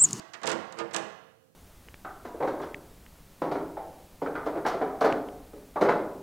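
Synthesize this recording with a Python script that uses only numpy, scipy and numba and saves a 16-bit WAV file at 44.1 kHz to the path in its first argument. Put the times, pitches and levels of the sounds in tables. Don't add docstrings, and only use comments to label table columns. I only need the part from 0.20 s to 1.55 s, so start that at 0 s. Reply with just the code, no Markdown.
import sys
import numpy as np
from scipy import signal
from scipy.fft import rfft, irfft
from scipy.io import wavfile
from numba import njit

SR = 44100
rng = np.random.default_rng(int(sys.argv[2]) if len(sys.argv) > 2 else 0)


def bounce(signal):
    frames = np.transpose(np.atleast_2d(signal))
    limited = np.clip(frames, -1, 1)
    pcm = np.round(limited * 32767).astype(np.int16)
    wavfile.write(sys.argv[1], SR, pcm)


def ratio(d):
    e = np.asarray(d, float) / 20
    return 10 ** e


N = 59535
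LEAD = 8192


def along(table, hz):
    points = np.array(table, float)
    return np.interp(np.log(hz), np.log(points[:, 0]), points[:, 1])


def air():
    # f/Hz, level/dB
    air_colour = [(25, -25), (120, 4.5), (500, -5.5), (1500, -25), (4000, -32.5), (9000, -53)]
    hz = np.arange(N // 2 + 1) * SR / N + 1
    noise = irfft(rfft(rng.standard_normal(N)) * ratio(along(air_colour, hz)), N)
    return ratio(-64) * noise / np.std(noise)


@njit
def ring(pole, at, gain, n, feed):
    out = np.zeros(n)
    for m in range(len(pole)):
        z, e = 0j, 0
        for i in range(at[0, m], n):
            z *= pole[m]
            while e < len(at) and at[e, m] <= i:
                if feed:
                    z += abs(gain[e, m]) * np.sign(z.real + 1e-20)
                else:
                    z += gain[e, m]
                e += 1
            out[i] += z.imag
            if e == len(at) and abs(z.real) + abs(z.imag) < 1e-8:
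                break
    return out


def strike(times, db, hz, t60, spread_s, scatter_db, feed=False):
    luck = rng.standard_normal((len(times), 3, len(hz)))
    late = spread_s * np.abs(luck[:, 0]) * np.sqrt(1000 / hz)
    at = np.clip(LEAD + (times[:, None] + late) * SR, 0, LEAD + N - 1).astype(np.int64)
    gain = ratio(db + scatter_db * luck[:, 1]) * np.sign(luck[:, 2])
    order = np.argsort(at, axis=0)
    at = np.take_along_axis(at, order, axis=0)
    gain = np.take_along_axis(gain, order, axis=0)
    pole = np.exp((2j * np.pi * hz - np.log(1000) / np.maximum(t60, 1e-3)) / SR)
    return ring(pole, at, gain, LEAD + N, feed)


def tick(times, db, count=70):
    # f/Hz, level/dB
    crack_colour = [(2000, -8.5), (3500, -0.5), (6000, 0.5), (8000, -3), (10000, -10), (15000, -16.5)]
    # f/Hz, level/dB, t60/s
    tab_rings = [(2940, 4.5, 0.018), (4250, -14, 0.014), (5400, -26, 0.0089), (7000, -29, .01),
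                 (7640, -23, .016)]

    hz = 2000 + 13000 * (np.arange(count) + rng.random(count)) / count
    crack_db = db[:, None] + along(crack_colour, hz) - 20.5
    crack = strike(times, crack_db, hz, 0.02 * (5000 / hz) ** .5, spread_s=.004, scatter_db=1.77)

    hz, tab_db, t60 = np.array(tab_rings, float).T
    tab = strike(times, db[:, None] + tab_db - 18, hz, t60, spread_s=0.0029, scatter_db=1.5)

    snap_hz, snap_s, snap_lag_s = 7400, .00016, .0013
    t = (np.arange(LEAD + N) - LEAD) / SR - times[:, None] - snap_lag_s
    luck = rng.standard_normal((len(times), 2))
    swell = np.exp(-(t / snap_s) ** 2 / 2)
    pitch = snap_hz * (1 + 0.013 * luck[:, :1])
    snap = swell * np.cos(2 * np.pi * pitch * t + np.pi * luck[:, 1:])
    return crack + tab + ratio(db) @ snap


def panel(contacts, strong, strong_db, haze_db, frame_db, count=300):
    # f/Hz, level/dB
    sheet_colour = [(70, -10), (150, -6.5), (350, -7), (1000, 0), (2500, 0.5), (5000, 4), (9000, 0)]
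    # f/Hz, t60/s
    sheet_decay = [(80, 0.25), (400, 0.25), (1500, 0.12), (4000, 0.043), (12000, 0.046)]
    # f/Hz, level/dB, t60/s
    frame_modes = [(167, -17, 1.17), (206, -20, 0.97), (454, -21, 1.5), (471, -27, 1.8), (519, -29.5, 1.5),
                   (524, -23, 2.7), (553, -28, 1.5), (655, -23.5, 0.86), (745, -22, 1.18),
                   (1350, -23, 0.63)]
    times, tick_db, sheet_db, centre_hz = np.array(contacts, float).T
    spread_s = .008

    def blow(hz):
        octaves = np.log2(hz / centre_hz[:, None])
        return sheet_db[:, None] - 1.5 * octaves ** 2

    hz, mode_db = np.array(strong, float).T
    drive_db = (sheet_db[:, None] + blow(hz)) / 2
    drive_db = drive_db + mode_db - mode_db.max() + strong_db
    t60 = .15 * (500 / hz) ** 0.69
    modes = strike(times, drive_db, hz, t60, spread_s / 2, scatter_db=1.9, feed=True)

    hz = 60 + 9000 * ((np.arange(count) + rng.random(count)) / count) ** 2
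    drive_db = blow(hz) + along(sheet_colour, hz) - 21.5 + haze_db
    haze = strike(times, drive_db, hz, along(sheet_decay, hz), spread_s, scatter_db=4)

    hz, mode_db, t60 = np.array(frame_modes, float).T
    frame = strike(times, blow(hz) + mode_db + frame_db, hz, t60, spread_s, scatter_db=1.0, feed=True)
    return modes + haze + frame + tick(times, tick_db)


def earlier_contacts():
    # t/s, tick level/dB, sheet level/dB, centre f/Hz
    earlier_hits = [
        (-.13, -20, -36.5, 986),
        (-.06, -25.5, -35, 1050),
    ]
    # f/Hz, level/dB
    earlier_modes = [(328.4, -63), (656.8, -98), (845.2, -94), (1130, -65.5), (1281, -74), (1529, -62.5),
                     (1960, -91)]
    return panel(earlier_hits, earlier_modes, strong_db=-5, haze_db=-1, frame_db=-18)


def nudge():
    # t/s, tick level/dB, sheet level/dB, centre f/Hz
    nudge_hits = [
        (0.1341, -43, -40, 1580),
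        (0.1414, -45, -44.5, 1700),
        (.216, -47, -39.5, 400),
    ]
    # f/Hz, level/dB
    nudge_modes = [(220.7, -65), (710.6, -79), (1642, -53), (2056, -58.5), (2627, -58), (3025, -63),
                   (3957, -79)]
    return panel(nudge_hits, nudge_modes, strong_db=-7, haze_db=0.5, frame_db=-29)


def unfold():
    # t/s, tick level/dB, sheet level/dB, centre f/Hz
    unfold_hits = [(.2322, -33, -26, 500), (.2424, -50, -35.5, 700), (.2567, -30, -40, 700),
                   (.2671, -27, -30, 755), (.2733, -18.5, -26, 810), (.2883, -28.5, -37, 750),
                   (.295, -28, -28.5, 760), (.3010, -29, -31, 745), (.3156, -25, -29.5, 790),
                   (.3226, -31.5, -33, 750), (.3283, -35, -36, 700)]
    # f/Hz, level/dB
    unfold_modes = [(183.0, -52.5), (333.8, -47.5), (430.7, -44), (522.2, -42.5), (640.6, -59.5),
                    (732.1, -80), (786.0, -55), (931.3, -45), (974.4, -86), (1077, -50), (1367, -44),
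                    (1405, -49), (1572, -65)]
    return panel(unfold_hits, unfold_modes, strong_db=-14.5, haze_db=-0.5, frame_db=-20.5)


def side_flap():
    # t/s, tick level/dB, sheet level/dB, centre f/Hz
    flap_hits = [
        (.5237, -37.5, -41, 704),
        (.568, -64, -38.5, 476),
        (.574, -52, -44, 470),
        (.580, -54, -38.5, 527),
        (.5871, -32, -29, 650),
        (.5962, -39.5, -31, 630),
        (.6054, -45, -35.5, 616),
        (.6134, -62, -37, 600),
    ]
    # f/Hz, level/dB
    flap_modes = [(226.1, -59.5), (333.8, -52), (463.0, -47.5), (683.7, -54), (931.3, -48.5), (1061, -60),
                  (1217, -46), (1367, -48.5), (1599, -66), (1707, -60), (2164, -75), (2363, -75)]
    return panel(flap_hits, flap_modes, strong_db=-12.5, haze_db=-3.5, frame_db=-25)


def seat():
    # t/s, tick level/dB, sheet level/dB, centre f/Hz
    seat_hits = [
        (0.7093, -50, -43, 672),
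        (0.7324, -44, -41, 650),
        (0.7364, -29.5, -36.5, 700),
        (0.7442, -22.5, -26.5, 700),
        (0.7627, -19, -34.5, 690),
        (0.7684, -30, -35.5, 670),
        (0.7824, -60, -33.5, 690),
    ]
    # f/Hz, level/dB
    seat_modes = [(199.2, -59.5), (333.8, -56), (425.3, -59), (452.2, -64), (516.8, -49), (780.6, -57.5),
                  (1028, -57.5), (1211, -60), (1270, -66), (1384, -51), (1491, -74), (2024, -53.5),
                  (2363, -61)]
    return panel(seat_hits, seat_modes, strong_db=-14.5, haze_db=0, frame_db=-16)


def room(count=30000):
    # f/Hz, level/dB
    room_colour = [(100, 1.5), (500, 1.5), (2000, 0), (5000, -8), (7500, -7.5), (11000, -3)]
    # f/Hz, t60/s
    room_decay = [(80, 0.74), (400, 0.67), (2000, 0.83), (5000, 0.78), (9000, 0.33), (15000, 0.39)]
    t = np.arange(count) / SR
    f = np.arange(count // 2 + 1) * SR / count + 1
    spectrum = rfft(rng.standard_normal(count))
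    echoes = np.zeros(count)
    for k in range(17):
        hz = 60 * 2 ** (k / 2)
        share = np.cos(np.clip(np.log2(f / hz), -.5, .5) * np.pi) ** 2
        fade_db = along(room_colour, hz) - 60 * t / along(room_decay, hz)
        echoes += irfft(spectrum * share, count) * ratio(fade_db)
    onset_s = 0.0041
    echoes *= 1 - np.exp(-(t / onset_s) ** 2)
    return echoes / np.sqrt(np.sum(echoes ** 2))


def scene():
    dry = 2 * (earlier_contacts() + nudge() + unfold() + side_flap() + seat())
    heard = dry + ratio(-8.5) * signal.fftconvolve(dry, room())[:LEAD + N]
    heard = signal.sosfilt(signal.butter(3, 108, "high", fs=SR, output="sos"), heard)
    heard = signal.sosfilt(signal.butter(2, 9800, fs=SR, output="sos"), heard)
    return np.array([np.zeros(N), heard[LEAD:] + air()])


def top_cut(x):
    return signal.sosfilt(signal.butter(12, 15840, fs=SR, output="sos"), x)


def record(dry):
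    hiss_db = np.array([[-73], [-72]])
    hiss = rng.standard_normal((2, N)) * ratio(hiss_db)
    return top_cut(dry + hiss)


dry = scene()
out = record(dry)
bounce(out)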